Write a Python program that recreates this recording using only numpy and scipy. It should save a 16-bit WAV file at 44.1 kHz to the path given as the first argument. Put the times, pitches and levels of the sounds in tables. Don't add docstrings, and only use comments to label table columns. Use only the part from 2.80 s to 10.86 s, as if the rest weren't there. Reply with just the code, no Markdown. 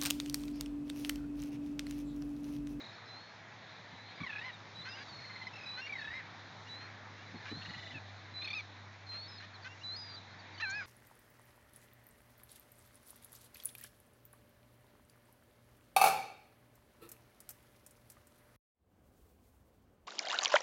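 import sys
import numpy as np
from scipy import signal
from scipy.fft import rfft, irfft, next_fast_len
from scipy.io import wavfile
from scipy.ndimage import uniform_filter1d, map_coordinates

SR = 44100
rng = np.random.default_rng(int(sys.argv[2]) if len(sys.argv) > 2 else 0)


def wrap_up_sound(samples):
    columns = np.atleast_2d(samples).T
    tamed = np.clip(columns, -1, 1)
    steps = np.round(tamed * 32767).astype(np.int16)
    wavfile.write(sys.argv[1], SR, steps)


N = 355401


def undb(db):
    return 10 ** (np.asarray(db) / 20)


def unit(x):
    return x / np.sqrt(np.mean(x ** 2) + 1e-20)


def whole(rows):
    s, *columns = np.transpose(rows)
    return [np.interp(np.arange(N) / SR, s, c) for c in columns]


def colour(hz, points):
    f, db = np.transpose(points)
    return undb(np.interp(np.log(hz + 1), np.log(f), db))


def wander(size, rate):
    place = np.arange(size) * rate / SR
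    draws = rng.standard_normal(int(place[-1]) + 4)
    return map_coordinates(draws, [place + 1], order=2, mode="nearest")


def noise(size, shape):
    n = next_fast_len(size)
    spectrum = rfft(rng.standard_normal(n)) * shape(np.arange(n // 2 + 1) * SR / n)
    return unit(irfft(spectrum, n)[:size])


def hump(hz, centre, octaves):
    return np.exp(-.5 * (np.log2((hz + 1) / centre) / octaves) ** 2)


def fade(size, edge_s):
    return signal.windows.tukey(size, min(2 * edge_s * SR / size, 1))


def add(out, start_s, x):
    i = max(int(start_s * SR), 0)
    out[i:i + len(x)] += x[:max(N - i, 0)]


def clock(length):
    return np.arange(int(max(length, .01) * SR)) / SR


def swells(rows, base_db):
    t = np.arange(N) / SR
    power = undb(base_db) ** 2
    for middle, length, db in rows:
        power = power + undb(db) ** 2 * np.exp(-np.pi * ((t - middle) / length * 1.24) ** 2)
    return 10 * np.log10(power)


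def surf(surf_db, spray_db, wash_db=5.5, fizz_db=-3, flicker_db=1.52):
    # hz, relative_db (per hz)
    wash_shape = [(30, -33.5), (60, -10.5), (110, 3.5), (230, 0.5), (430, -3.5), (780, 1.5), (1250, -1.5),
                  (1700, 0), (2250, -1.5), (2850, -10.5), (3800, -8), (4700, -13.5), (6800, -18),
                  (8000, -44.5)]
    wash = np.zeros(N)
    for centre in 40 * 2 ** np.arange(0, 8, .5):
        band = noise(N, lambda f: hump(f, centre, .28) * colour(f, wash_shape))
        band_gain = colour(centre, wash_shape) * np.sqrt(centre)
        wash += band * band_gain * undb(flicker_db * wander(N, 14))
    spray = noise(N, lambda f: hump(f, 5500, .35))
    return unit(wash) * undb(surf_db + wash_db) + spray * undb(spray_db + fizz_db)


def boat(gain_db=2, second_db=-19):
    # time_s, firing_rate_hz, level_db (before gain_db and a random wavering)
    engine = [(0, 104.7, -67), (2.0, 103.9, -65), (3.95, 101.6, -61.5), (4.25, 101.4, -58.5),
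              (5.12, 99.2, -58), (6.45, 98.84, -58.5), (8.06, 96.7, -62.5)]
    hz, db = whole(engine)
    phase = 2 * np.pi * np.cumsum(hz) / SR
    tone = np.sqrt(2) * (np.sin(phase) + undb(second_db) * np.sin(2 * phase))
    return tone * undb(db + gain_db + 1.4 * wander(N, 11))


def syrinx(hz, gains, rough, jitter=0.052, flutter=0.65, rattle_hz=185, rattle=0.61):
    n = len(hz)
    rough = np.clip(rough, 0, 1)
    phase = 2 * np.pi * np.cumsum(hz * (1 + jitter * rough * wander(n, 1400))) / SR
    slaps = np.cos(2 * np.pi * np.cumsum(rattle_hz * (1 + .3 * wander(n, 120))) / SR)
    swing = (1 + rough * rattle * slaps) / (1 + rough ** 2 / 2)
    voice = np.zeros(n)
    for k, gain in enumerate(gains, 1):
        strength = gain * (1 + flutter * rough * wander(n, 900))
        voice = voice + strength * np.sin(k * phase + rng.uniform(0, 2 * np.pi))
    return swing * voice * np.sqrt(2)


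def whistle(hz, overtone_db=-14, dull_db=-20):
    n = len(hz)
    hz = uniform_filter1d(hz, 200, mode="nearest") * (1 + .0022 * wander(n, 160))
    overtone = undb(overtone_db + dull_db * np.log2(hz / 2800))
    return syrinx(hz, [1, overtone], rough=.03) * undb(wander(n, 60)) * fade(n, .004)


def far_calls_and_band(swell_db, peeps_db=-9, squawks_db=-65, band_db=-3, count=260):
    peeps, squawks = np.zeros(N), np.zeros(N)
    for when, length, pitch, slide, size in rng.random((count, 5)):
        arc = np.linspace(0, 1, int((.03 + .05 * length) * SR))
        hz = (3850 + 550 * pitch) * (1 - 0.13 * slide * arc ** 2)
        add(peeps, when * N / SR, whistle(hz) * np.sin(np.pi * arc) * undb(-10 * size))
    for when, length, pitch, size in rng.random((count, 4)):
        arc = np.linspace(0, 1, int((.05 + .12 * length) * SR))
        hz = (780 + 400 * pitch) * (1 + .08 * np.sin(np.pi * arc) - .1 * arc)
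        squawk = syrinx(hz, [.3, 1, .15], rough=0.97) * np.sin(np.pi * arc)
        add(squawks, when * N / SR, squawk * undb(-8 * size))
    band = noise(N, lambda f: hump(f, 3870, 0.14))
    swelling = unit(peeps) * undb(peeps_db) + band * undb(band_db)
    return swelling * undb(swell_db) + unit(squawks) * undb(squawks_db)


def warble(length, first_hz, last_hz, first_db, last_db, swing, rate):
    n = int(length * SR)
    beat = np.cos(2 * np.pi * np.cumsum(rate * (1 + 0.076 * wander(n, 20))) / SR)
    hz = np.linspace(first_hz, last_hz, n) * (1 + swing * beat)
    return whistle(hz) * undb(np.linspace(first_db, last_db, n) - 69 * swing * beat)


def squeak(length, pitch):
    fall_per_s, fade_db_per_s = .38, 62
    t = clock(length)
    return whistle(pitch * (1 - fall_per_s * t ** 2 / length)) * undb(-fade_db_per_s * t)


def glide(length, pitch, change, bend, ends_db=5):
    u = clock(length) / length
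    return whistle(pitch * (1 + change * u ** bend)) * undb(-ends_db * (2 * u - 1) ** 2)


def beg(length, pitch, climb, climb_at):
    climb_s, thin_db, fade_db_per_s = 0.019, 5.5, 55.5
    attack_s, attack_db = 0.013, 8
    sag_after_s, sag_per_s2 = .19, 6.5
    t = clock(length)
    risen = 1 / (1 + np.exp((climb_at - t) / climb_s))
    hz = pitch * (1 + climb * risen - sag_per_s2 * np.maximum(t - sag_after_s, 0) ** 2)
    attack = attack_db * np.exp(-t / attack_s)
    db = -attack - thin_db * risen - fade_db_per_s * np.maximum(t - climb_at, 0)
    return whistle(hz) * undb(db)


def wind(rumble_db=-13):
    # start_s, length_s, centre_hz, level_db
    puffs = [(1.12, 0.036, 150.3, -55), (1.394, 0.057, 154, -46.5), (1.958, 0.068, 128, -56.5),
             (2.25, .22, 130, -61.5), (3.25, 0.15, 85, -60.5), (4.52, 0.058, 217, -51.5),
             (4.712, 0.024, 235, -44.5), (4.719, 0.098, 180, -52), (4.86, 0.065, 142, -51.5),
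             (4.94, 0.073, 131, -57), (5.124, 0.07, 190, -54)]
    out = np.zeros(N)
    for start, length, hz, db in puffs:
        n = int(length * SR)
        eddy = noise(n, lambda f: hump(f, hz, 0.51) + undb(rumble_db) * hump(f, 66, 1.0))
        add(out, start, unit(eddy * fade(n, length / 3)) * undb(db))
    return out


def syllable(place, share, droop=.45):
    opening = np.sin(np.pi / 2 * np.clip(place / .06, 0, 1)) ** 2
    closing = (1 - np.tanh((place - share) / .07)) / 2
    return opening * (1 - droop * place) * closing


def gesture(timing, pitches, levels, roughs):
    scoop_share, scoop_db, dip_flatness = .08, 8, 1.6
    fall_s, fall_share, fall_db = .055, .17, 8
    start, crest, dip, second, end = timing
    t = clock(end)
    height = np.sin(np.pi / 2 * np.interp(t, [crest, dip, second], [1, 0, 1])) ** (2 * dip_flatness)

    def contour(first, low, last):
        return low + (np.where(t < dip, first, last) - low) * height

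    scoop = np.clip(1 - t / crest, 0, 1)
    fall = (np.maximum(t - second, 0) / fall_s) ** 1.5
    hz = contour(*pitches) * (1 - scoop_share * scoop ** 2 - fall_share * fall)
    db = contour(*levels) - scoop_db * scoop - fall_db * fall ** 2
    edges = np.minimum(scoop + fall ** 1.5, 1)
    return start + t, hz, db, contour(*roughs), edges


def cry(timing, pitches, levels, tone, trill, sag=.055, lag=0.23, hoarse=0.49, base_rough=0.03,
        throat_db=24, rasp_db=-9, quaver=.018):
    # hz, gain_db
    cry_throat = [(2300, -5.5), (2600, 0.5), (2900, -13.5), (3150, -18), (3450, -13), (4100, -14),
                  (4650, -21), (5300, -19), (6300, -30), (8000, -41)]
    edge_rough, edge_third_db = .7, 4
    trill_depth, trill_stop_s = .93, .06
    *roughs, fundamental_db, third_db, upper_db = tone
    t, hz, db, rough, edges = gesture(timing, pitches, levels, roughs)
    n = len(t)
    middle, rate, share, trill_s = trill
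    depth = trill_depth * np.clip((t[0] + trill_s - t) / trill_stop_s, 0, 1)
    place = (rate * (t - middle) + share / 2 + .02 * wander(n, 25)) % 1
    rough = np.clip(base_rough + rough + edge_rough * edges + hoarse * depth * place ** 2, 0, 1)
    hz = hz * (1 + quaver * rough * wander(n, 110))
    early = 1 - depth * (1 - syllable(place, share))
    late = 1 - depth * (1 - syllable((place - lag) % 1, share))
    upper = []
    for k, drop_db in enumerate((0, -2, -8), 4):
        strength = undb(upper_db + drop_db + 4 * wander(n, 90))
        upper.append(colour(k * hz, cry_throat) * strength * early)
    fundamental = undb(fundamental_db + throat_db * np.log2(hz / hz.mean()))
    third = colour(3 * hz, cry_throat) * undb(third_db + edge_third_db * edges)
    sagging_hz = hz * (1 + sag * depth * (share / 2 - place))
    voice = syrinx(sagging_hz, [fundamental * early, early, third * late] + upper, rough)
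    rasp = noise(n, lambda f: hump(f, 2.0 * hz.mean(), .45)) * rough * (early + late) / 2
    level = undb(db + depth * (1.5 + wander(n, 30)))
    return (voice + undb(rasp_db) * rasp) * level * fade(n, 0.0023)


def bark(length, pitch, rough, rise, rasp_db=-9):
    # hz, gain_db
    bark_throat = [(500, -25.5), (1050, -11), (1550, 4), (2100, -2), (2600, -3), (3200, -8), (4200, -12.5),
                   (6500, -21), (8000, -44)]
    n = int(length * SR)
    hz = pitch * (1 + rise * np.linspace(-1, .5, n))
    gains = [colour(k * hz, bark_throat) for k in range(1, 14)]
    voice = unit(syrinx(hz, gains, rough * np.linspace(1.4, .6, n)))
    rasp = noise(n, lambda f: colour(f, bark_throat) * hump(f, 2500, 1)) * np.linspace(1, .5, n)
    return (voice + undb(rasp_db) * rasp) * fade(n, .01)


def hiss(length=0.03):
    n = int(length * SR)
    return noise(n, lambda f: hump(f, 6150, .19)) * fade(n, .012)


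def near_birds(peep_db=1, hiss_db=-50):
    # start_s, length_s, first_pitch_hz, last_pitch_hz, first_level_db, last_level_db
    # (before the swing in level), swing (share of pitch), swing_rate_hz
    warbles = [(.004, 0.11, 4020, 4040, -52, -59, 0.062, 38),
               (2.323, 0.35, 4336, 4180, -54.5, -58.5, .026, 32.5),
               (3.12, .27, 3830, 3820, -58, -57, .008, 24), (4.82, 0.33, 4280, 3870, -57, -65, 0.026, 47)]
    # start_s, length_s, pitch_hz, level_db (at the start)
    squeaks = [(0.12, .035, 5270, -67), (.255, .045, 5250, -67), (1.35, .07, 4840, -66),
               (2.086, 0.15, 5000, -52), (6.478, 0.11, 5160, -55.5), (7.161, .185, 4955, -45.5),
               (7.946, 0.11, 5070, -57)]
    # start_s, length_s, pitch_hz, level_db (before peep_db), fall (share of pitch)
    peeps = [(.125, .035, 4350, -61.5, .01), (1.27, .07, 4220, -63, 0), (1.585, 0.039, 3950, -59, .1),
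             (1.726, 0.031, 3900, -54.5, .09), (2.008, .025, 3780, -56, 0.098),
             (2.112, .025, 3820, -56.5, .09), (2.272, 0.033, 3920, -58.5, .1),
             (2.275, 0.051, 4540, -58, 0.015), (3.048, .048, 4340, -58.5, 0.002),
             (3.175, .05, 4380, -57, .02), (4.46, .035, 3970, -61.5, .01), (4.554, .037, 4310, -61, .03),
             (4.961, 0.18, 3625, -60.5, 0.039), (6.262, .028, 4280, -59, .045),
             (6.573, .05, 4320, -54.5, .09), (6.737, 0.033, 4410, -56, .14), (6.82, .038, 4750, -57.5, 0.2),
             (7.335, .028, 4720, -51, .035), (7.361, 0.033, 4040, -51.5, 0.029),
             (7.589, 0.028, 4640, -59.5, 0.047), (7.737, .028, 4700, -61, .05),
             (7.776, 0.019, 4400, -55, -.05)]
    # start_s, length_s, pitch_hz (before the climb),
    # level_db (before attack, thinning and fade), climb (share of pitch), mid_climb_s (from the start)
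    begs = [(0.277, 0.26, 4035, -53, 0.067, 0.1), (1.159, .18, 3930, -60, .085, .095),
            (1.948, .137, 3915, -50.5, .12, 0.1), (2.854, 0.16, 3945, -46.5, .085, .125),
            (3.886, .19, 3925, -49, 0.073, 0.088), (4.691, .31, 3960, -48.5, 0.1, 0.077),
            (5.538, .295, 3990, -44.5, .1, .105), (6.287, 0.19, 4137, -44, .075, .11),
            (7.032, 0.14, 3980, -43, 0.18, .124), (7.801, 0.16, 4040, -46.5, 0.094, 0.094)]
    # (middle_s of one syllable, rate_hz of syllables, open_share 0-1, lasting_s from the start)
    cries = [ ((1.378, .04, .168, .294, .332), (1160, 842, 1030), (-43, -45, -45.5),
             (.05, .3, .45, -12, 1, -2), (1.531, 33.8, .6, .29)), ((2.33, 0.018, .17, .345, .362),
             (1100, 1040, 1030), (-58, -50, -43), (.25, .4, .15, -12, 0, 0), (2.5635, 17.6, .32, .42)),
             ((2.729, .008, .13, .205, .225), (1340, 1262, 1245), (-52, -51, -59),
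             (.03, .08, .3, -19, 1, 8), (2.816, 38.3, .6, .3)), ((3.063, .046, .185, .305, .35),
             (1172, 860, 1055), (-39.5, -44.5, -44.5), (.03, .2, .45, -29.5, -10, -3),
             (3.133, 33.2, .64, .295)), ((4.812, 0.0297, .13, .31, .325), (955, 982, 998),
             (-50, -49, -51.5), (.6, .35, .5, -26, 8, 5), (4.944, 23.3, .48, .4)),
             ((5.14, .006, .012, .018, .048), (900, 885, 870), (-54, -53, -54), (.15, .15, .2, -20, 6, 0),
             (5.15, 23.3, .5, 0)), ((5.611, .034, .068, .121, .133), (1270, 1160, 1216), (-42, -41.5, -39),
             (.12, .58, .03, -19, 9, 3), (5.6795, 34.4, .53, .2)), ((5.745, .004, .012, .022, .067),
             (1315, 1295, 1270), (-44, -43, -41), (0, 0, .06, -19, 2, 4), (5.77, 33, .5, 0)),
             ((7.82, .008, .058, .158, .22), (905, 772, 850), (-36.5, -41.5, -42),
             (0, 0, 0, -19, -2.5, -11), (7.9, 33, .3, 0))]
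    # start_s, length_s, pitch_hz (two thirds of the way), level_db (before the rasp),
    # roughness (before it slackens along the bark), rise (share of pitch)
    barks = [(2.047, .059, 522, -48, .35, .08), (2.164, .076, 562, -51, .75, .08),
             (2.968, .049, 517, -47, .06, .06), (4, .037, 625, -54, .7, .08),
             (4.371, 0.078, 571, -56.5, .48, .08), (4.649, .057, 561, -49, .85, .08),
             (4.699, .03, 615, -51, .3, .08), (6.311, .073, 673, -55.5, 1.1, .08),
             (6.595, .065, 601, -53.5, .83, .08), (6.841, .045, 519, -47.5, .36, .08),
             (7.795, .03, 655, -41.5, .1, .19)]
    # start_s, length_s, pitch_hz, level_db, rise (share of pitch)
    chirps = [(2.102, 0.067, 2680, -52.5, .16), (3.011, 0.064, 2755, -46.5, .04),
              (3.865, .024, 2790, -57, .08), (6.885, .058, 2735, -56.5, .04),
              (7.01, .024, 2760, -56.5, 0.1), (7.775, .026, 2980, -57, .09)]
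    out = np.zeros(N)
    for start, *shape in warbles:
        add(out, start, warble(*shape))
    for start, length, pitch, db in squeaks:
        add(out, start, squeak(length, pitch) * undb(db))
    for start, length, pitch, db, fall in peeps:
        add(out, start, glide(length, pitch, -fall, bend=1.4) * undb(db + peep_db))
    for start, length, pitch, db, climb, climb_at in begs:
        add(out, start, beg(length, pitch, climb, climb_at) * undb(db))
    for timing, *shape in cries:
        add(out, timing[0], cry(timing, *shape))
    for start, length, pitch, db, rough, rise in barks:
        add(out, start, bark(length, pitch, rough, rise) * undb(db))
    for start, length, pitch, db, rise in chirps:
        add(out, start, glide(length, pitch, rise, bend=2.6) * undb(db))
    add(out, 7.893, hiss() * undb(hiss_db))
    return out


def scatter(x, scatter_db=-19, t60=0.18):
    t = np.arange(SR // 2) / SR
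    tail = rng.standard_normal(len(t)) * np.exp(-np.log(1000) * t / t60)
    return x + undb(scatter_db) * signal.fftconvolve(x, tail / np.linalg.norm(tail))[:N]


def scene():
    # time_s, level_db (before the wash gain)
    swell = [(0, -59), (.55, -60), (2.2, -58.5), (4.6, -58.5), (6.15, -61), (7.0, -61.5), (8.06, -60)]
    # middle_s, length_s (nominal), level_db (before the fizz gain)
    wavelets = [(.03, .25, -71), (2.35, 0.54, -68), (3.85, 0.27, -68.5), (4.92, 0.49, -65.5),
                (7.05, 0.47, -68), (8, .4, -67.5)]
    # middle_s, length_s (nominal), level_db (before the gains of the peeps and the band)
    peep_and_band_swells = [(.15, 0.38, -59.5), (.93, 0.23, -59), (1.42, .45, -59.5), (2.45, 1, -60.5),
                            (3.7, .5, -62), (4.92, 0.77, -57.5), (5.7, 0.55, -59.5), (6.52, 0.33, -56.5),
                            (7.32, 0.4, -58), (7.8, 0.57, -62.5)]
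    surf_db, = whole(swell)
    sea = surf(surf_db, swells(wavelets, base_db=-72.5))
    far = far_calls_and_band(swells(peep_and_band_swells, base_db=-72))
    return (sea + boat() + far + scatter(near_birds()) + wind())[None]


def record(dry):
    thin = signal.sosfilt(signal.butter(3, 65, "high", fs=SR, output="sos"), dry)
    return signal.sosfilt(signal.butter(18, 7150, fs=SR, output="sos"), thin)


dry = scene()
out = record(dry)
wrap_up_sound(out)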